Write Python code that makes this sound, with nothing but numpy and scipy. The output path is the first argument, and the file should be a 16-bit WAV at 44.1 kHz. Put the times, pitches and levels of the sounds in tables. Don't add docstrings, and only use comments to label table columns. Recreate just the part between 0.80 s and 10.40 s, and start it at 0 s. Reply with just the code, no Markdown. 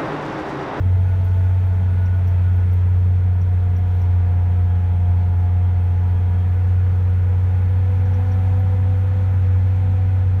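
import sys
import numpy as np
from scipy import signal
from scipy.fft import rfft, irfft
from scipy.io import wavfile
from scipy.ndimage import uniform_filter1d

SR = 44100
rng = np.random.default_rng(int(sys.argv[2]) if len(sys.argv) > 2 else 0)


def to_wav(sig):
    pcm = np.clip(np.atleast_2d(sig), -1, 1) * 32767
    pcm = np.round(pcm).astype(np.int16)
    wavfile.write(sys.argv[1], SR, pcm.T)


def natural_amplitude(level_db):
    exponent = np.asarray(level_db, float) / 20
    return 10 ** exponent


N = 423360
TIME = np.arange(N) / SR


def curves(table):
    s, *columns = np.transpose(table)
    return [np.interp(TIME, s, column) for column in columns]


def unit(x):
    return x / np.sqrt(np.mean(np.abs(x) ** 2))


def gain(db):
    return np.exp(db * np.log(10) / 20)


def walk(rate_hz):
    fine = 16
    count = int(N / SR * rate_hz) + 2
    held = np.repeat(rng.standard_normal(count), fine)
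    slewed = uniform_filter1d(uniform_filter1d(held, size=fine), size=fine)
    return np.interp(TIME * rate_hz * fine, np.arange(len(slewed)), unit(slewed))


def humps(events):
    return sum(db * np.exp(-((TIME - s) / half_s) ** 2) for s, db, half_s in events)


def band(hz, width_hz):
    b, a = signal.iirpeak(hz, hz / width_hz, fs=SR)
    once = signal.lfilter(b, a, rng.standard_normal(N))
    return unit(signal.lfilter(b, a, once))


def line(turns, db, rough, rate):
    phase = (2 * np.pi * (turns - np.floor(turns) + rng.random())).astype(np.float32)
    in_phase = (1 + rough * walk(rate)) * np.cos(phase)
    quadrature = rough * walk(rate) * np.sin(phase)
    return np.sqrt(2) * gain(db) * (in_phase - quadrature)


def coloured(spectrum, level_db, flicker_db, rate):
    hz, db = np.transpose(spectrum)
    f = np.maximum(np.fft.rfftfreq(N, 1 / SR), 1)
    colour = natural_amplitude(np.interp(np.log(f), np.log(hz), db, -200, -200)) * np.sqrt(SR / 2)
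    noise = rfft(rng.standard_normal(N)) * colour
    place = 2 * np.log2(f)
    total = 0
    for centre in np.arange(np.floor(2 * np.log2(hz[0])), 2 * np.log2(hz[-1]) + 1):
        part = irfft(noise * np.clip(1 - abs(place - centre), 0, 1), N)
        total = total + part * gain(flicker_db * walk(rate))
    return natural_amplitude(level_db - np.mean(level_db)) * total


def swell(hz, modes):
    lift_db = 4
    slow_hz, boost = hz[::256], curves(TURBO_SPEED)[0]
    gain_db = sum(db / (1 + (2 * (slow_hz - centre) / width) ** 2) for centre, width, db in modes)
    return np.interp(TIME, TIME[::256], gain_db) - lift_db * 10 * (1 - boost / boost.max())


# [multiple of the cycle, level/dB]
CYCLE_LINES = [(2, -49), (3, -39.5), (4, -38.5), (5, -42.5), (8, -50.5), (10, -43.5), (13, -52), (14, -52),
               (16, -61), (18, -53), (20, -64), (21, -69.5), (22, -56.5), (23, -65.5), (24, -63.5),
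               (26, -68), (27, -62.5), (29, -61.5), (30, -60.5), (34, -59.5), (37, -62.5), (38, -64.5),
               (40, -64.5), (44, -62.5), (50, -66)]
SHAFT_RATIOS = (2, 14 / 3, 9.11, 9.516, 16)
SHAFT_DB = (-53, -59, -63.5, -60.5, -70.5)
# [f/Hz, width/Hz, gain/dB]
BULKHEAD = [(177.6, 2, 5), (179.6, 6, 12), (188.26, 3.5, 16.5), (422, 33, 9), (813, 8, 5), (836, 12, 10),
            (849, 9.3, 10.5), (1462, 30, 9.5)]


def engine(firings, firing_hz, boom_db):
    sway_db, timing_rise_db_per_s = 0.13, 1.5
    boom = line(firings, boom_db + sway_db * walk(5), rough=0.022, rate=33)
    uneven = sum(line(firings * k / 6, db, rough=0.082, rate=4) for k, db in CYCLE_LINES)
    levels = [db + swell(k * firing_hz, BULKHEAD) + walk(3) for k, db in zip(SHAFT_RATIOS, SHAFT_DB)]
    levels[-1] = levels[-1] + timing_rise_db_per_s * (TIME - TIME.mean())
    shafts = sum(line(firings * k, db, rough=0.03 * k, rate=20) for k, db in zip(SHAFT_RATIOS, levels))
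    return boom + uneven + shafts


MESH_DB = (-56, -55.5, -59, -61.5)
# [multiple of the mesh, level/dB]
MESH_UPPER = [(5, -65.5), (7, -65.5), (9, -72)]
# [f/Hz, width/Hz, gain/dB]
HOUSING = [(220.5, 7, 9), (238, 4.1, 5), (249.2, 8, 16), (440, 12, 7.5), (481, 14, 5.5), (499.1, 22, 13.5),
           (669, 24, 10.5), (714, 19, 12), (747, 12, 12), (893, 31, 10), (955, 14, 7)]


def gear(hunting_hz, firing_hz):
    slip_ratio, lock_ratio = 2.416, 8 / 3
    grips_s, locks_s = 0.5, 3.6
    grip = np.clip((TIME - grips_s) / (locks_s - grips_s), 0, 1)
    ratio = slip_ratio + (lock_ratio - slip_ratio) * grip ** 2 * (3 - 2 * grip)
    mesh = np.cumsum(ratio * hunting_hz) / SR
    whine = 0
    for k, db in enumerate(MESH_DB, 1):
        level = db + swell(k * ratio * firing_hz, HOUSING) + 0.86 * walk(2.5)
        whine = whine + line(mesh * k, level, rough=0.08 * k, rate=22)
    slip_loss_db = 25 * (lock_ratio - ratio)
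    for k, db in MESH_UPPER:
        whine = whine + line(mesh * k, db + 1.3 * walk(1.5) - slip_loss_db, rough=0.6, rate=35)
    return whine


# [t/s, shaft f/Hz]
TURBO_SPEED = [(0, 4490), (1.2, 4450), (2.4, 4420), (3.4, 4340), (4.2, 4370), (4.9, 4330), (6, 4420),
               (7.3, 4480), (7.8, 4420), (8.2, 4270), (8.7, 4030), (9, 4000), (9.6, 4080)]
# [multiple of the shaft, width/Hz, level/dB, loss/dB as the shaft slows by a tenth]
TURBO_PARTIALS = [(1, 200, -81, 3), (2, 380, -76, 7), (3, 600, -76.5, 2)]


def turbo():
    shaft_hz = curves(TURBO_SPEED)[0]
    turns = np.cumsum(shaft_hz) / SR
    slowing = 10 * (1 - shaft_hz / shaft_hz.max())
    flutter = natural_amplitude(1.3 * walk(20))
    air = 0
    for k, width_hz, db, loss_db in TURBO_PARTIALS:
        breath = walk(width_hz) + 1j * walk(width_hz)
        air = air + np.real(breath * np.exp(2j * np.pi * k * turns)) * natural_amplitude(db - loss_db * slowing)
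    return flutter * air


def bursts(events, noise, rise_s, fall_s):
    t = np.arange(int(0.1 * SR)) / SR
    kicks = np.zeros(N)
    for s, db in events:
        kicks[int(s * SR)] = natural_amplitude(db)
    shape = (1 - np.exp(-t / rise_s)) * np.exp(-t / fall_s)
    return signal.fftconvolve(kicks, shape / shape.max())[:N] * noise


# [t/s, peak level/dB]
SQUEAKS = [(1.257, -54), (1.4717, -51.5), (1.9126, -58), (2.612, -55.5), (2.9622, -54), (3.2133, -55.5),
           (7.2537, -56), (7.3377, -54), (7.5146, -52)]
# [t/s, peak level/dB]
TICKS = [(0.446, -47.5), (0.8603, -53), (1.365, -53.5), (1.475, -47.5), (1.7582, -51.5), (1.93, -47),
         (2.6092, -58.5), (2.9706, -50.5), (3.1473, -55.5), (3.2126, -51.5), (7.7933, -51.5)]


def trim():
    squeak = unit(line(5700 * TIME, 0, rough=0.9, rate=1500))
    bright = unit(band(13500, 1500) + band(14000, 6000))
    squeaks = natural_amplitude(-6) * bursts(SQUEAKS, squeak, rise_s=0.003, fall_s=0.012)
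    ticks = natural_amplitude(-8.5) * bursts(TICKS, bright, rise_s=0.0008, fall_s=0.013)
    return squeaks + ticks


def spells(table, hz, rough):
    gates = 0
    for s, length_s, db in table:
        inside_s = np.minimum(TIME - s, s + length_s - TIME)
        gates = gates + np.clip(inside_s / 0.0087, 0, 1) * natural_amplitude(db)
    return gates * line(hz * TIME, 0, rough, rate=40)


# [start t/s, length t/s, level/dB]
BRACKET_RINGS = [(.24, 0.13, -53), (0.464, 0.071, -50), (0.559, 0.065, -54), (.63, 0.056, -50),
                 (.7, .05, -55), (1.069, 0.28, -49.5), (1.331, .07, -50), (1.64, .07, -50),
                 (1.751, .1, -53)]


def bracket():
    return spells(BRACKET_RINGS, 1462, rough=0.1)


# [start t/s, length t/s, level/dB]
DRAUGHTS = [(3.9, 0.48, -72.5), (4.5, 0.56, -73.5), (5.1, .55, -72)]


def door_seal():
    return spells(DRAUGHTS, 3250, rough=0.6)


# [t/s, effort level/dB]
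LOAD = [(0, 0.5), (.5, 0), (1.6, .5), (2.4, -2), (3.2, -1), (3.6, -1), (4.8, -1.5), (5.6, -0.5), (7, 0),
        (7.6, 2), (8, .5), (8.4, 1.1), (9.6, -0.5)]


def effort_db():
    return curves(LOAD)[0]


# [f/Hz, level/dB per Hz]
JOIN = (400, -80)
# [f/Hz, level/dB per Hz]
BLOCK = [JOIN, (450, -76), (520, -73.0), (620, -78.0), (680, -74), (800, -74.0), (950, -75.5),
         (1100, -80.5), (1400, -79.0), (1700, -81.5), (2000, -82.5), (2600, -86.5), (2900, -92.5),
         (3300, -95.5)]
# [f/Hz, width/Hz, level/dB]
PANELS = [(489.4, 21, -56.5), (820, 110, -68.5), (970.4, 46, -59), (1305, 50, -61.5), (1459, 59, -59.5),
          (1699, 68, -62), (2045, 66, -65.5), (2498, 70, -72), (3260, 120, -72)]


def block():
    load_db = effort_db()
    panels = sum(band(hz, width) * natural_amplitude(db + walk(2.8)) for hz, width, db in PANELS)
    clatter = coloured(BLOCK, load_db, flicker_db=0.5, rate=12)
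    return clatter + panels * natural_amplitude(load_db - np.mean(load_db))


# [f/Hz, level/dB per Hz]
ROAD = [(22, -81.5), (28, -63.5), (34, -61.0), (50, -56.5), (75, -57.0), (110, -54.0), (140, -57.0),
        (168, -60), (195, -61), (230, -68), (260, -73.0), (300, -76.0), (350, -80.0), JOIN]


def road():
    bump_db, bump_s = 8, 0.15
    level_db = 0.4 * effort_db() + bump_db * np.exp(-TIME / bump_s)
    return coloured(ROAD, level_db, flicker_db=1.3, rate=18)


# [f/Hz, level/dB per Hz]
SPRAY = [(2900, -94.5), (3500, -92.5), (4000, -97.5), (4550, -99), (4850, -105), (5600, -102), (6700, -104),
         (7700, -108.5), (8800, -107.5), (9800, -108.5), (10400, -112), (11300, -109.5), (13500, -109),
         (15800, -110.5)]
# [t/s, extra level/dB, half-length t/s]
PUDDLES = [
    (.5, 2, .25),
    (3.15, 2, .1),
]


def spray():
    return coloured(SPRAY, effort_db() + humps(PUDDLES), flicker_db=0.6, rate=22)


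# [t/s, firing f/Hz]
FIRING = [(0, 91.6), (.4, 91.9), (1.2, 91.5), (1.5, 90.8), (2.7, 90.55), (3.5, 89.3), (3.8, 89.55),
          (4.2, 88.8), (4.5, 89.3), (5.4, 89.45), (5.9, 90.45), (6.25, 90.6), (7.0, 92.2), (7.5, 93.7),
          (8.4, 93.7), (8.7, 92.6), (9.05, 93.45), (9.6, 92.9)]
# [t/s, level/dB, half-length t/s]
ROCKING = [(.12, 1.5, .06), (.4, -1, .08), (.66, 1.5, .13), (1.7, 1.2, .2), (2.17, 1.8, .2),
           (3.05, -0.5, .12), (3.32, 2, .07), (3.8, .5, .2), (4.33, 1.5, .13), (4.85, 1, .12),
           (5.3, -0.1, .15), (6.0, 1.2, .15), (6.45, 0.3, .2), (7.46, -1.4, .09), (7.75, 0.8, .12),
           (8.05, 0.8, .08), (8.35, -.7, .15), (8.75, 1.3, .15), (9.15, 0.2, .2)]


def scene():
    firing_hz = curves(FIRING)[0]
    boom_db = -16 + humps(ROCKING)
    hunting_hz = firing_hz + 0.25 * walk(8)
    firings = np.cumsum(hunting_hz) / SR
    machinery = engine(firings, firing_hz, boom_db) + gear(hunting_hz, firing_hz) + turbo()
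    loose_parts = trim() + bracket() + door_seal()
    background = block() + road() + spray()
    return (machinery + loose_parts + background)[None]


def roll_off(x):
    return signal.sosfilt(signal.butter(12, 15710, fs=SR, output="sos"), x)


def record(dry):
    edge = np.clip(np.minimum(TIME, TIME[-1] - TIME) / 0.004, 0, 1)
    mix = dry * np.sin(np.pi / 2 * edge) ** 2
    return roll_off(mix)


dry = scene()
out = record(dry)
to_wav(out)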